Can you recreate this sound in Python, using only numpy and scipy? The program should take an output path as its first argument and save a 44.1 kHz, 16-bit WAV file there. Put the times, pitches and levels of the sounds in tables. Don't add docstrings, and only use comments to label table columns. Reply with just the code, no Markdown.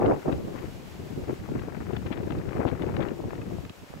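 import sys
import numpy as np
from scipy import signal
from scipy.fft import rfft, irfft, next_fast_len
from scipy.io import wavfile
from scipy.ndimage import map_coordinates

SR = 44100
rng = np.random.default_rng(int(sys.argv[2]) if len(sys.argv) > 2 else 0)


def master_out(mix):
    frames = np.transpose(np.atleast_2d(mix))
    ceiling = np.clip(frames, -1, 1)
    pcm = np.round(ceiling * 32767).astype(np.int16)
    wavfile.write(sys.argv[1], SR, pcm)


N = 4 * SR


def amp(db):
    return 10 ** (np.asarray(db) / 20)


def unit(x):
    return x / np.sqrt(np.mean(x ** 2) + 1e-20)


def along(points, hz):
    pitches, values = np.transpose(points)
    return np.interp(np.log(hz + 1), np.log(pitches + 1), values)


def curve(rows):
    return np.interp(np.arange(N) / SR, *np.transpose(rows))


def wobble(rate_hz):
    knots = rng.standard_normal(4096)
    return map_coordinates(knots, [np.arange(N) * rate_hz / SR], mode="wrap")


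def filtered(x, response):
    size = next_fast_len(N + SR // 2)
    return irfft(rfft(x, size) * response(np.fft.rfftfreq(size, 1 / SR)), size)[..., :N]


def turbulence(spectrum, lumpy_db, rate_hz):
    flow = rng.standard_normal(N) * amp(lumpy_db * np.tanh(wobble(rate_hz)))
    return unit(filtered(flow, lambda hz: amp(along(spectrum, hz))))


def burst(noise, centre_s, length_s):
    bell = np.exp(-2 * ((np.arange(N) / SR - centre_s) / length_s) ** 2)
    return unit(noise * bell) * np.sqrt(np.mean(bell ** 2))


def foliage():
    # time_s, relative_db
    swell = [(0.0, -62.5), (0.56, -60.5), (1.25, -61), (1.73, -63.5), (1.88, -62.5), (2.56, -63.5),
             (3.24, -62.5), (4.0, -63)]
    # pitch_hz, level_db
    tone = [(40, 2), (300, 5), (620, 10.5), (850, 7), (1250, 3.3), (1700, 1.6), (2700, .8), (3500, -3),
            (5000, -5.5), (7500, -9), (9200, -16.5), (11500, -14), (15500, -16)]
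    # pitch_hz, likeness (1 = the same)
    alike = [(200, .6), (1000, .2), (4000, .05), (6000, .35), (8000, .88), (11000, .98)]

    def split(hz):
        angle = np.arccos(np.clip(along(alike, hz), -1, 1)) / 2
        return amp(along(tone, hz)) * [np.cos(angle), np.sin(angle)]

    shared, opposite = filtered(rng.standard_normal((2, N)), split)
    hiss = unit(np.array([shared + opposite, shared - opposite]))
    return hiss * amp(curve(swell) + 11.0 + 0.59 * wobble(19))


def ornament(attack_s=0.001, scrape_fade_s=0.019):
    # start_s, level_db, scrape_db (compared with the ring)
    knocks = [(1.964, -33, -10), (2.232, -43, -8), (2.386, -45, 2), (2.864, -40.5, -8), (3.305, -40, -8),
              (3.416, -37, -12), (3.532, -45, -6), (3.65, -38, -7), (3.695, -42.5, 6.5)]
    # pitch_hz, level_db, fade_s (time to fall 60 dB)
    wood = [(1220, -3, .03), (1660, -5, .02), (2080, -5, .022), (2540, -1, .024), (3750, -12, .015)]
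    out = np.zeros((2, N + SR))
    t = np.arange(SR // 5) / SR
    band = signal.butter(3, [900, 4200], "band", fs=SR)
    for start_s, knock_db, scrape_db in knocks:
        ring = np.zeros((2, len(t)))
        for hz, level_db, fade_s in wood:
            fade = amp(level_db + rng.normal(0, 1) - 60 * t / fade_s)
            ring += fade * np.sin(2 * np.pi * (hz * t + rng.random((2, 1))))
        scrape = unit(signal.lfilter(*band, rng.standard_normal((2, len(t)))))
        knock = ring + scrape * amp(scrape_db - 60 * t / scrape_fade_s)
        start = round(start_s * SR)
        out[:, start:start + len(t)] += amp(knock_db) * knock * (1 - np.exp(-t / attack_s))
    return out[:, :N]


def rasps():
    # centre_s, length_s, level_db
    tears = [(.063, .007, -34), (.326, .011, -34), (.59, .007, -41), (1.595, .006, -41), (1.935, .006, -40),
             (1.968, .005, -32), (2.068, .008, -37), (2.128, .016, -33), (2.175, .007, -39),
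             (2.307, .004, -32), (2.322, .005, -34.5), (2.492, .005, -39), (2.685, .02, -35),
             (2.826, .012, -36.5), (2.967, .004, -30), (3.008, .004, -35), (3.028, .012, -34.5),
             (3.087, .005, -37), (3.354, .005, -42)]
    # pitch_hz, level_db
    tone = [(200, -7), (700, 1), (1500, 0), (2700, -3), (3500, -8.5), (4500, -19), (8000, -60)]
    air = turbulence(tone, lumpy_db=5, rate_hz=450)
    return sum(amp(db) * burst(air, centre_s, length_s) for centre_s, length_s, db in tears)


def flutter(spits_per_s=110, spit_s=0.004, scatter_db=2.5, rustle=0.058):
    # time_s, relative_db
    strength = [(0, -33.5), (.12, -37), (.18, -50), (.3, -41.5), (.38, -62), (.48, -54), (.515, -44),
                (.6, -44), (.7, -60), (1.2, -59), (1.3, -45.5), (1.38, -55), (1.46, -46.5), (1.68, -43),
                (1.92, -43), (2.01, -52), (2.1, -46), (2.42, -45.5), (2.65, -37.5), (2.74, -43.5),
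                (2.84, -41), (3.01, -38), (3.09, -43), (3.15, -57), (3.26, -53), (3.335, -45), (3.39, -51),
                (3.6, -55), (3.75, -66), (4, -51.5)]
    # pitch_hz, level_db
    tone = [(150, -1), (500, 3), (900, 1.5), (1500, .5), (2100, -4), (2650, -10.5), (3300, -32),
            (8000, -71)]
    chance = rng.random((800, 4))
    gaps_s = -np.log(chance[:, 1:]).mean(axis=1) / spits_per_s
    sizes = amp(scatter_db * (2 * chance[:, 0] - 1))
    kicks = np.bincount((np.cumsum(gaps_s) * SR).astype(int), sizes, N)[:N]
    age = np.arange(SR // 20) / SR / spit_s
    spit_shape = (1 - np.exp(-10 * age)) * np.exp(-age)
    spits = unit(signal.fftconvolve(kicks, spit_shape)[:N])
    air = turbulence(tone, lumpy_db=5.5, rate_hz=700)
    return amp(curve(strength) + 0.5) * unit(rustle + spits) * air


def thumps(length_s=0.011):
    # centre_s, left_db, right_db
    blows = [(0.054, -20.5, -34), (0.329, -24, -31.5), (0.629, -33.5, -58), (1, -32, -43),
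             (1.179, -28.5, -28), (1.3, -32, -28.5), (1.331, -27, -57), (1.495, -32, -34),
             (1.558, -27, -25), (1.642, -39, -35), (1.816, -33.5, -32), (1.934, -23, -54),
             (2.063, -27, -34), (2.113, -24.5, -48), (2.211, -27, -36), (2.309, -24, -46),
             (2.601, -19.5, -27), (2.663, -16, -47), (2.841, -24, -29), (3.008, -21.5, -31),
             (3.116, -26.5, -32), (3.278, -30, -32), (3.54, -31.5, -36), (3.637, -34, -42),
             (3.706, -39, -42), (3.838, -41.5, -47), (3.909, -46, -40), (3.967, -58, -41.5)]
    # pitch_hz, level_db
    tone = [(30, -32), (100, 5.5), (170, 3.5), (350, 4.5), (520, -7), (800, -18), (4000, -97)]
    out = np.zeros((2, N))
    for port in range(2):
        air = turbulence(tone, lumpy_db=-7, rate_hz=200)
        for centre_s, *levels_db in blows:
            out[port] += amp(levels_db[port] + 0.5) * burst(air, centre_s, length_s)
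    return out


def pops(spread_s=0.00058):
    # time_s, left_peak_db, right_peak_db
    jolts = [(0.023, -12, -12), (0.112, -5, -9.5), (0.288, -16.5, -31), (0.385, -27.5, -40),
             (0.48, -33, -42), (1.192, -38, -34), (1.295, -15.5, -21), (1.49, -21.5, -37),
             (1.561, -22, -29), (1.686, -21, -50), (1.908, -19, -43), (2.107, -24, -38), (2.605, -13, -27),
             (2.653, -11, -17), (2.837, -17.5, -30), (3.203, -23, -31), (3.241, -33, -20.5),
             (3.334, -18, -38), (3.355, -26, -40), (3.511, -26, -41), (3.568, -31, -36), (3.585, -24, -47),
             (3.939, -33, -24)]
    # pitch_hz, level_db
    tone = [(40, -41), (200, -14.5), (400, 1), (750, -3.5), (1100, -12), (1800, -28.5), (2600, -57),
            (5000, -69), (10000, -100)]
    kicks = np.zeros((2, N))
    for time_s, *peaks_db in jolts:
        for port in range(2):
            spike = amp(peaks_db[port]) * rng.choice([-1, 1])
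            arrival_s = time_s + spread_s * rng.uniform(-1, 1)
            kicks[port, round(arrival_s * SR)] = spike
    return filtered(kicks, lambda hz: amp(along(tone, hz)) / amp(along(tone, hz)).mean())


def buffeting(force, body_db, rumble_db, breeze_db=-32):
    # time_s, relative_db
    slow_eddies = [(0, -41), (.14, -39), (.22, -54), (.31, -38), (.45, -41), (.66, -43), (.76, -49),
                   (1.04, -43), (1.6, -39.5), (2.45, -37.5), (2.6, -37), (2.9, -37.5), (3.02, -33.5),
                   (3.15, -38.5), (3.52, -40.5), (3.705, -50), (3.725, -72), (3.765, -70), (3.785, -52),
                   (3.85, -52), (3.885, -64), (3.91, -50), (4, -47)]
    # pitch_hz, level_db
    rumble_tone = [(20, -25), (40, -10.5), (75, -3), (125, -2.5), (190, -5.5), (300, -13.5), (600, -28),
                   (2400, -100)]
    body_tone = [(40, -14), (130, -5), (220, -5.5), (350, 0.5), (450, -5), (620, -16.5), (850, -22),
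                 (1300, -34.5), (5000, -103)]
    roar_tone = [(100, -30), (280, 0), (400, 1), (540, 2), (650, -2), (780, -1), (1000, -9.5),
                 (1400, -17.5), (2000, -31), (3500, -63), (9000, -100)]
    gust_db = curve(force) - breeze_db
    chop = unit(amp(4.2 * np.tanh(wobble(60))))
    rumble = amp(curve(slow_eddies) + rumble_db) * turbulence(rumble_tone, lumpy_db=6.5, rate_hz=35)
    body = amp(body_db + 0.91 * gust_db) * turbulence(body_tone, lumpy_db=6.0, rate_hz=130)
    roar = amp(-15.5 + 1.95 * gust_db) * turbulence(roar_tone, lumpy_db=4.5, rate_hz=210)
    return chop * rumble + amp(breeze_db) * (chop * body + roar)


def scene():
    # time_s, level_db
    left_force = [(0, -22.5), (.02, -20), (.14, -20.5), (.17, -26), (.235, -42), (.258, -23.5),
                  (.29, -21.8), (.36, -31), (.45, -32), (.64, -32), (.71, -46.5), (.96, -47.5), (1.04, -40),
                  (1.26, -36), (1.3, -28), (1.37, -42), (1.55, -31.5), (1.63, -37), (1.94, -32.5),
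                  (2.01, -41), (2.06, -32), (2.3, -30.5), (2.48, -32), (2.64, -23.5), (2.73, -30.5),
                  (2.94, -28.5), (3.0, -22.5), (3.11, -32), (3.52, -34.5), (3.72, -56), (4, -69)]
    right_force = [(0, -24), (.02, -22), (.135, -21), (.155, -29.5), (.235, -52), (.272, -21), (.3, -21),
                   (.33, -42), (.46, -44), (.485, -29), (.51, -49.5), (1.14, -53), (1.18, -34), (1.25, -45),
                   (1.295, -31), (1.35, -53), (1.63, -52), (2.02, -62.5), (2.08, -45), (2.48, -46),
                   (2.65, -31), (2.75, -45), (3.0, -34), (3.05, -46), (3.53, -42.5), (3.6, -71), (4, -62)]
    left = buffeting(left_force, body_db=-2, rumble_db=5.0) + flutter() + rasps()
    right = buffeting(right_force, body_db=-1.5, rumble_db=2.0)
    wind = np.array([left, right]) + thumps() + pops()
    lean_left = amp([[.25], [-.25]])
    return wind + foliage() * lean_left + ornament()


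def record(dry):
    return filtered(dry, lambda hz: hz < 15750)


dry = scene()
out = record(dry)
master_out(out)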